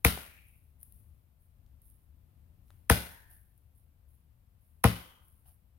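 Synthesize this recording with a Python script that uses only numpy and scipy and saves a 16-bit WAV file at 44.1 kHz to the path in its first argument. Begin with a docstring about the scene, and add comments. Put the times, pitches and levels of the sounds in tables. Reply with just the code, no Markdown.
"""An axe bites three times into a slim standing tree, a few steps from a stereo microphone in a quiet wood.
Each chop is a crack of fibres and a falling thud of bending waves in the trunk, scattered back by the
trees around. Leaves stir as the swing begins and chips patter down after it. Between the chops
splinters snap, feet shift and the stuck blade rubs in the cut, over a low rumble of air."""
import sys
import numpy as np
from scipy import signal
from scipy.fft import rfft, irfft
from scipy.io import wavfile
from scipy.ndimage import uniform_filter1d

SR = 44100
rng = np.random.default_rng(int(sys.argv[2]) if len(sys.argv) > 2 else 0)


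def store_pcm(level_fs):
    """Save levels as 16-bit WAV."""
    pcm = np.round(np.clip(level_fs, -1, 1) * 32767).astype(np.int16)
    wavfile.write(sys.argv[1], SR, np.atleast_2d(pcm).T)


N = 254898
T = np.arange(SR) / SR - .02  # one second around a blow, which lands at T = 0
AGE = np.maximum(T, 0)  # seconds since the blow


def amp(db):
    return 10 ** (np.asarray(db) / 20)


def unit_rms(x):
    return x / np.sqrt(np.mean(x ** 2) + 1e-20)


def curve(points, hz):
    """Reads (Hz, value) points along a log-frequency axis."""
    f, value = np.transpose(points)
    return np.interp(np.log(hz + 1), np.log(f + 1), value)


def freqs(x):
    return np.fft.rfftfreq(x.shape[-1], 1 / SR)


def filtered(x, gain):
    return irfft(rfft(x) * gain, x.shape[-1])


def noise(spectrum, shape):
    """Noise of rms 1 with a spectrum of (Hz, dB) points."""
    white = rng.standard_normal(shape)
    return unit_rms(filtered(white, amp(curve(spectrum, freqs(white)))))


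def panned(db):
    """Gains that put the left channel db above the right."""
    return amp([[db / 2], [-db / 2]])


def add(mix, start_s, sound):
    at = round(start_s * SR)
    part = mix[:, max(at, 0):at + sound.shape[-1]]
    part += sound[..., max(-at, 0):][..., :part.shape[-1]]


def burst(rise_s, fall_s):
    """Envelope that peaks at T = 0."""
    return np.exp(-np.maximum(-T / rise_s, T / fall_s))


def swell(length_s):
    """Envelope that grows fast from the first sample and dies away."""
    progress = (T - T[0]) / (length_s / 4)
    return progress * np.exp(1 - progress)


def bell(hz, width):
    """A broad resonance on a log-frequency axis, for sounds as long as T."""
    return 1 / (1 + (np.log((freqs(T) + 1) / hz) / width) ** 2)


def grains(per_s, size_db):
    """A stereo swarm of clicks, a few much larger than the rest."""
    shape = (2, len(T))
    sizes = rng.standard_normal(shape) * amp(size_db * np.minimum(rng.exponential(1, shape), 4))
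    return unit_rms(sizes * (rng.random(shape) < per_s / SR))


# Sound from all sides at the microphone. Each row: frequency in Hz, left-right likeness from 0 to 1.
COHERENCE = [(130, .95), (290, 0.83), (640, 0.03), (1400, 0)]
def diffuse(pair):
    """Diffuse sound is alike at both microphone ports in the bass and unrelated in the treble."""
    alike = np.clip(curve(COHERENCE, freqs(pair)), 0, 1)
    right = filtered(pair[0], alike) + filtered(pair[1], np.sqrt(1 - alike ** 2))
    return np.array([pair[0], right])


# Still air among the trees. Each row: frequency in Hz, relative level in dB.
AIR_SPECTRUM = [(12, -39), (20, -16), (44, -8.5), (70, -2), (123, -12.5), (146, -17.5), (234, -25.5),
                (422, -36.5), (485, -34), (698, -35.5), (1810, -44.5), (2750, -45), (6540, -53.5),
                (14700, -39.5), (16000, -54)]
# The rise and fall of the rumble. Each row: time in seconds, relative level in dB before scaling.
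RUMBLE_CONTOUR = [(0.7, -62.2), (1.02, -56.5), (1.38, -67.0), (1.7, -58.7), (1.95, -62.2), (2.45, -57.0),
                  (3.7, -64.3), (3.95, -63.0), (5.7, -64.4)]
def air(level_db=-62.2, rumble_follow=.75, hiss_follow=.22, left_db=4):
    """All around the microphone a low rumble swells and sinks, and a faint hiss follows it a little."""
    bed = diffuse(noise(AIR_SPECTRUM, (2, N)))
    low = filtered(bed, curve([(250, 1), (900, .076)], freqs(bed)))
    times, db = np.transpose(RUMBLE_CONTOUR)
    swell_db = np.interp(np.arange(N) / SR, times, db - np.mean(db))
    hiss = (bed - low) * amp(hiss_follow * swell_db)
    rumble = low * amp(rumble_follow * swell_db) * panned(left_db)
    return amp(level_db) * (hiss + rumble)


# Far echoes of the bite's pitch and of a second pitch. Each holds: delay in seconds, spread in seconds,
# level in dB, dB gained per dB of dullness, share of the chop's echo width.
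BITE_ECHO = (.16, .175, -61, -.6, 1)
SECOND_ECHO = (.185, .115, -68, .4, .58)
def far_trees(patchy_db=1.5):
    """The strongest pitches of a blow carry far and come back in a lumpy swell from distant trees."""
    out = np.zeros((2, N))
    for start, dull_db, _, bite_hz, *_, second_hz, width_hz in AXE_BLOWS:
        for hz, (delay, spread, db, per_dull, share) in (bite_hz, BITE_ECHO), (second_hz, SECOND_ECHO):
            arriving = np.exp(-.5 * ((AGE - delay) / spread) ** 2) * (1 - np.exp(-AGE / .02))
            lumps = noise([(5, 0), (30, -5.5), (120, -50.5), (1000, -89)], len(T))
            resonance = bell(hz, share * width_hz / hz) ** 2
            band = unit_rms(filtered(rng.standard_normal((2, len(T))), resonance))
            add(out, start + T[0], amp(db + per_dull * dull_db + patchy_db * lumps) * arriving * band)
    return out


# The surrounding wood's answer to a blow. 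Each row: band centre in Hz, relative level in dB,
# seconds for the tail to fall 60 dB, near wash over the tail in dB.
FOREST_BANDS = [(25, -14.5, .3, 0), (69.82, 16.5, 0.12, 0), (170, 14.5, 0.31, -0.5), (320, 0, 0.5, 1.5),
                (646, -0.5, 0.57, 0.5), (1114.7, -0.5, .52, -4), (1900, 0, .55, 1), (3200, -0.5, .55, 0.5),
                (4930, -5, .52, 3), (7700, -14.5, 0.61, 2), (9256, -1, .54, 0.5), (12350, -1.5, 0.61, 1.5),
                (16700, -12, 0.73, 2)]
def forest(treble_db, level_db=-29, near_t60=.22, patchy_db=.94, ripple_db=2.5):
    """Leaves and trunks scatter the blow: a quick near wash, then a lumpy tail, band by band."""
    scatter = diffuse(grains(per_s=12000, size_db=2.5))
    hz = freqs(T)
    centres, dbs, t60s, near_dbs = np.transpose(FOREST_BANDS)
    ripple = uniform_filter1d(rng.standard_normal(len(hz)), size=110)  # each blow has its own colour
    ripple = unit_rms(uniform_filter1d(ripple, size=90))
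    colour = unit_rms(amp(curve(np.c_[centres, dbs], hz)))
    colour *= amp(treble_db * curve([(1500, .071), (10000, 1)], hz))
    colour *= amp(ripple_db * ripple * curve([(200, .072), (600, .94), (2500, .99), (6000, .25)], hz))
    echo = 0
    for share, t60, near_db in zip(np.eye(len(centres)), t60s, near_dbs):
        band = filtered(scatter, colour * curve(np.c_[centres, share], hz))
        echo += band * (amp(-60 * AGE / t60) + amp(near_db - 60 * AGE / near_t60))
    lumps = noise([(10, 0), (120, -1.5), (500, -51), (2000, -89.5)], (2, len(T)))
    onset = 1 - np.exp(-AGE / .0044)
    return echo * amp(level_db + patchy_db * lumps) * onset


# Dry leaves and splinters. Each row: frequency in Hz, relative level in dB.
LITTER_SPECTRUM = [(300, -37.5), (1000, -28), (3000, -26), (5500, -23), (7700, -28.5), (9300, 0),
                   (11500, 0.5), (16000, -5)]
def rustle(length_s):
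    """A dry rustle: a swarm of tiny clicks that swells fast and dies away."""
    clicks = grains(per_s=4000, size_db=3.3)
    return swell(length_s) * unit_rms(filtered(clicks, amp(curve(LITTER_SPECTRUM, freqs(T)))))


def snap(level_db=-7, tail_db=-24):
    """A splinter breaks: a millisecond or so of bright noise, with a faint echo from the trees."""
    envelope = burst(.0003, .0017) + amp(tail_db) * burst(.001, .13)
    return amp(level_db) * noise(LITTER_SPECTRUM, (2, len(T))) * envelope


# Short dry crackles and rustles as the blade is worked loose and feet shift.
# Each row: start in seconds, length in seconds, level in dB, pan left in dB.
RUSTLES = [(0.786, .11, -63.5, 3), (0.92, .16, -67.5, 2), (1.39, .14, -72.5, -1.5), (1.812, .21, -66, -3.5),
           (3.295, 0.11, -58.5, -1), (3.742, 0.12, -70.5, -4), (4.071, 0.16, -73, -2),
           (5.453, 0.11, -62, -1)]
def rustles(swing_lead_s=.26, swing_db=-74.5, chips_delay_s=.36, chips_s=.33, chips_db=-69, tick_db=-59):
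    """Dry crackles as the blade is worked loose, feet shift, each swing begins and the chips land."""
    out = np.zeros((2, N))
    for start, length, db, pan_db in RUSTLES:
        add(out, start, amp(db) * panned(pan_db) * rustle(length))
    for start, *_ in AXE_BLOWS:
        add(out, start - swing_lead_s, amp(swing_db) * rustle(length_s=.32))
        add(out, start + chips_delay_s, amp(chips_db) * rustle(chips_s))
        for late in rng.random(size=2):  # two chips land with a tick of their own
            add(out, start + T[0] + chips_delay_s + late * chips_s, amp(tick_db) * snap())
    return out


# The wood around the cut. Each row: resonance in Hz, relative width, relative level in dB.
CUT_RESONANCES = [(732, .2, 0), (1400, .3, -14), (2980, .1, -12), (4810, .25, -20)]
# Tugs on the stuck axe. Each row: start in seconds, level in dB.
TUGS = [(3.3, -73), (5.452, -72.5)]
def blade_rub(length_s=.09):
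    """The stuck blade is levered in the cut: many small slips ring the wood around it."""
    out = np.zeros((2, N))
    wood = sum(amp(db) * bell(hz, width) for hz, width, db in CUT_RESONANCES)
    for start, db in TUGS:
        slips = grains(per_s=1500, size_db=2.5)
        add(out, start, amp(db) * swell(length_s) * unit_rms(filtered(slips, wood)))
    return out


# The loudest splinters. Each row: time in seconds, gain in dB, pan left in dB.
SPLINTERS = [(0.485, -49, 0), (0.8305, -32, 5), (0.9236, -46.5, 13), (1.8185, -49, -7), (1.9005, -48, 2),
             (3.303, -50, -2), (3.578, -53, 8), (5.2833, -49.5, 2)]
# A dull knock as the axe meets the trunk again, then small twig ticks.
# Each row: time in seconds, level in dB, decay in seconds, centre in Hz, pan left in dB.
WOOD_KNOCKS = [(0.1752, -36.5, 0.0026, 580, 4.5), (1.664, -69, 0.00091, 4500, -1),
               (2.682, -65.5, 0.00086, 5500, 4.5), (2.7048, -55, 0.00091, 1250, 0.5)]
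def snaps_and_knocks(knock_tail_db=-21):
    """Splinters snap, the axe knocks the trunk and twigs tick, each with a faint echo from the trees."""
    out = np.zeros((2, N))
    for start, db, pan_db in SPLINTERS:
        add(out, start + T[0], amp(db) * panned(pan_db) * snap())
    for start, db, decay, hz, pan_db in WOOD_KNOCKS:
        grit = unit_rms(filtered(rng.standard_normal((3, len(T))), bell(hz, width=.8)))
        knock = grit[0] * burst(.00025, decay)
        echo = amp(knock_tail_db) * burst(.001, .078) * grit[1:]
        add(out, start + T[0], amp(db) * panned(pan_db) * (knock + echo))
    return out


# Modes of the notched trunk. Each row: frequency in Hz, relative level in dB, seconds to fall 60 dB.
TRUNK_MODES = [(65.5, -9.5, 0.38), (79, 1, 0.15), (110.6, -2, 0.22), (174, -9, 0.3), (213.3, -8.5, .2),
               (266, -8.5, .1), (465, -1, 0.094), (581, -21, 0.22), (675, -5, .085), (806, -7, 0.095),
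               (925, -12.5, .09), (1047, -14.5, .09), (1195, -13, .08), (1295, -18.5, 0.14),
               (1608, -17, 0.047), (1824, -19.5, 0.21), (2425, -18.5, .08)]
# The first bending wave. Each row: frequency in Hz, relative level in dB.
THUD_SPECTRUM = [(20, -44), (40, -17.5), (60, -5), (90, 1), (140, -12.5), (260, -14), (500, -20.5),
                 (1000, -25), (2000, -24.5), (5000, -54)]
def trunk(lag_s, thud_hz, body_db, body_hz, modes_db, wave_db=36):
    """Bending waves travel as the root of frequency: the treble arrives first, so the thud sweeps down."""
    hz = freqs(T)
    spectrum_db = curve(THUD_SPECTRUM, hz)
    wave = irfft(amp(spectrum_db + wave_db) * np.exp(2j * np.pi * hz * T[0]), len(T))
    modes = sum(amp(db - 60 * AGE / t60) * np.cos(2 * np.pi * f * AGE) for f, db, t60 in TRUNK_MODES)
    # a slim trunk moves little air in the deep bass
    radiated = amp(curve([(15, -41), (35, -14), (60, -1.5), (2500, -1.5), (5000, -32)], hz))
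    ring = amp(modes_db) * filtered((T > 0) * modes, radiated)
    stop_db = curve(THUD_SPECTRUM, hz * 86 / thud_hz) - spectrum_db  # a quicker stop thuds higher
    place_db = body_db * bell(body_hz, width=.18)  # the place of the cut favours some modes
    dispersion = np.exp(-4j * np.pi * lag_s * np.sqrt(100 * hz) + 2j * np.pi * hz * .003)
    fade = np.interp(T, [-.005, -.002, .5, .9], [0, 1, 1, 0])
    return filtered(wave + ring, amp(stop_db + place_db) * dispersion) * fade


def bite(hz, decay_s, sag_s=.025):
    """The blade wedges in: a few rough cycles whose pitch sags as it slows."""
    cycles = hz * sag_s * (1 - np.exp(-T / sag_s))
    grit = noise([(hz / 5, -30), (hz * .6, -4), (hz, 0), (hz * 1.5, -10), (hz * 5, -45)], len(T))
    return (np.sin(2 * np.pi * cycles) + grit) * burst(.0009, decay_s)


# Fibres parting under the edge. Each row: frequency in Hz, relative level in dB.
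FIBRE_SPECTRUM = [(200, -10.5), (1000, -2.5), (2500, 0.5), (4300, -5.5), (6500, -6.5), (7700, -16.5),
                  (9000, -3), (10500, 6), (13000, -0.5), (16000, -6.5)]
def crack(decay_s, splinter_db=-22, splinter_s=.015, stereo_width=.9):
    """Fibres crush for a few milliseconds, part in one sharp burst, then go on splintering."""
    grit = noise(FIBRE_SPECTRUM, (3, len(T)))
    touch = np.interp(T, [-.008, -.002], [0, 1]) ** 2
    envelope = burst(.0026, decay_s) + amp(splinter_db) * burst(.0015, splinter_s)
    return unit_rms(grit[0] + stereo_width * grit[1:]) * touch * envelope


# Echoes off the ground and the nearest trunk. Each row: delay in seconds, gain in dB, pan left in dB.
NEAR_REFLECTIONS = [(.004, -16, 0), (.017, -16, 3)]
# The axe, a few steps from the microphone. Each row: time in seconds, dullness of the cut in dB,
# bite level in dB, bite pitch in Hz, bite decay in seconds, thud gain in dB, thud pitch in Hz,
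# woody body boost in dB, body pitch in Hz, trunk mode gain in dB, forest echo gain in dB,
# second pitch of the far echo in Hz, width of the far echo in Hz.
AXE_BLOWS = [(0.0499, 0, -14, 2400, 0.0013, -6.5, 71.9, 5, 373, -16.5, -1, 1760, 520),
             (2.9001, 3, -15.5, 1720, 0.0015, -5.2, 84, 2.5, 910, -14.5, 1.5, 950, 310),
             (4.8418, 9, -18, 1100, 0.0078, -6, 94, 4, 190.3, -12.5, 1, 3130, 500)]
def chops(crack_db=-9.5, left_lag_s=.00011):
    """Each blow reaches the right port first; ground and trunks, then the whole wood, answer it."""
    out = np.zeros((2, N))
    port_delay = np.exp(-2j * np.pi * freqs(T) * np.array([[left_lag_s], [0]]))
    for (start, dull_db, bite_db, bite_hz, bite_s, thud_db, thud_hz,
         body_db, body_hz, modes_db, echo_db, *_) in AXE_BLOWS:
        # a dull cut weakens the crack, draws out crack and thud, and darkens the echo
        fibres = amp(crack_db - dull_db) * crack(decay_s=.0008 + .00011 * dull_db)
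        cut = fibres + amp(bite_db) * bite(bite_hz, bite_s)
        thud = amp(thud_db) * trunk(.016 + .00033 * dull_db, thud_hz, body_db, body_hz, modes_db)
        echo = amp(echo_db) * forest(treble_db=-.73 * dull_db)
        add(out, start + T[0], filtered(cut + thud, port_delay) + echo)
        for delay, db, pan_db in NEAR_REFLECTIONS:
            add(out, start + T[0] + delay, amp(db) * panned(pan_db) * cut)
    return out


def scene():
    return chops() + far_trees() + snaps_and_knocks() + rustles() + blade_rub() + air()


# The microphone's two ports. Each row: frequency in Hz, left over right in dB.
PORT_BALANCE = [(100, 4.5), (600, 2.5), (2000, 4.5), (5000, 2), (10000, 0.24)]
def record(dry, ceiling=.85, cutoff_hz=16150):
    """The microphone hears more on the left, rounds off the tallest peaks and cuts the top treble."""
    heard = filtered(dry, amp(np.outer([.5, -.5], curve(PORT_BALANCE, freqs(dry)))))
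    rounded = heard / (1 + (heard / ceiling) ** 6) ** (1 / 6)
    lowpass = signal.firwin(511, cutoff_hz, window=("kaiser", 9), fs=SR)
    return signal.oaconvolve(rounded, lowpass[None], "same")


dry = scene()
out = record(dry)
store_pcm(out)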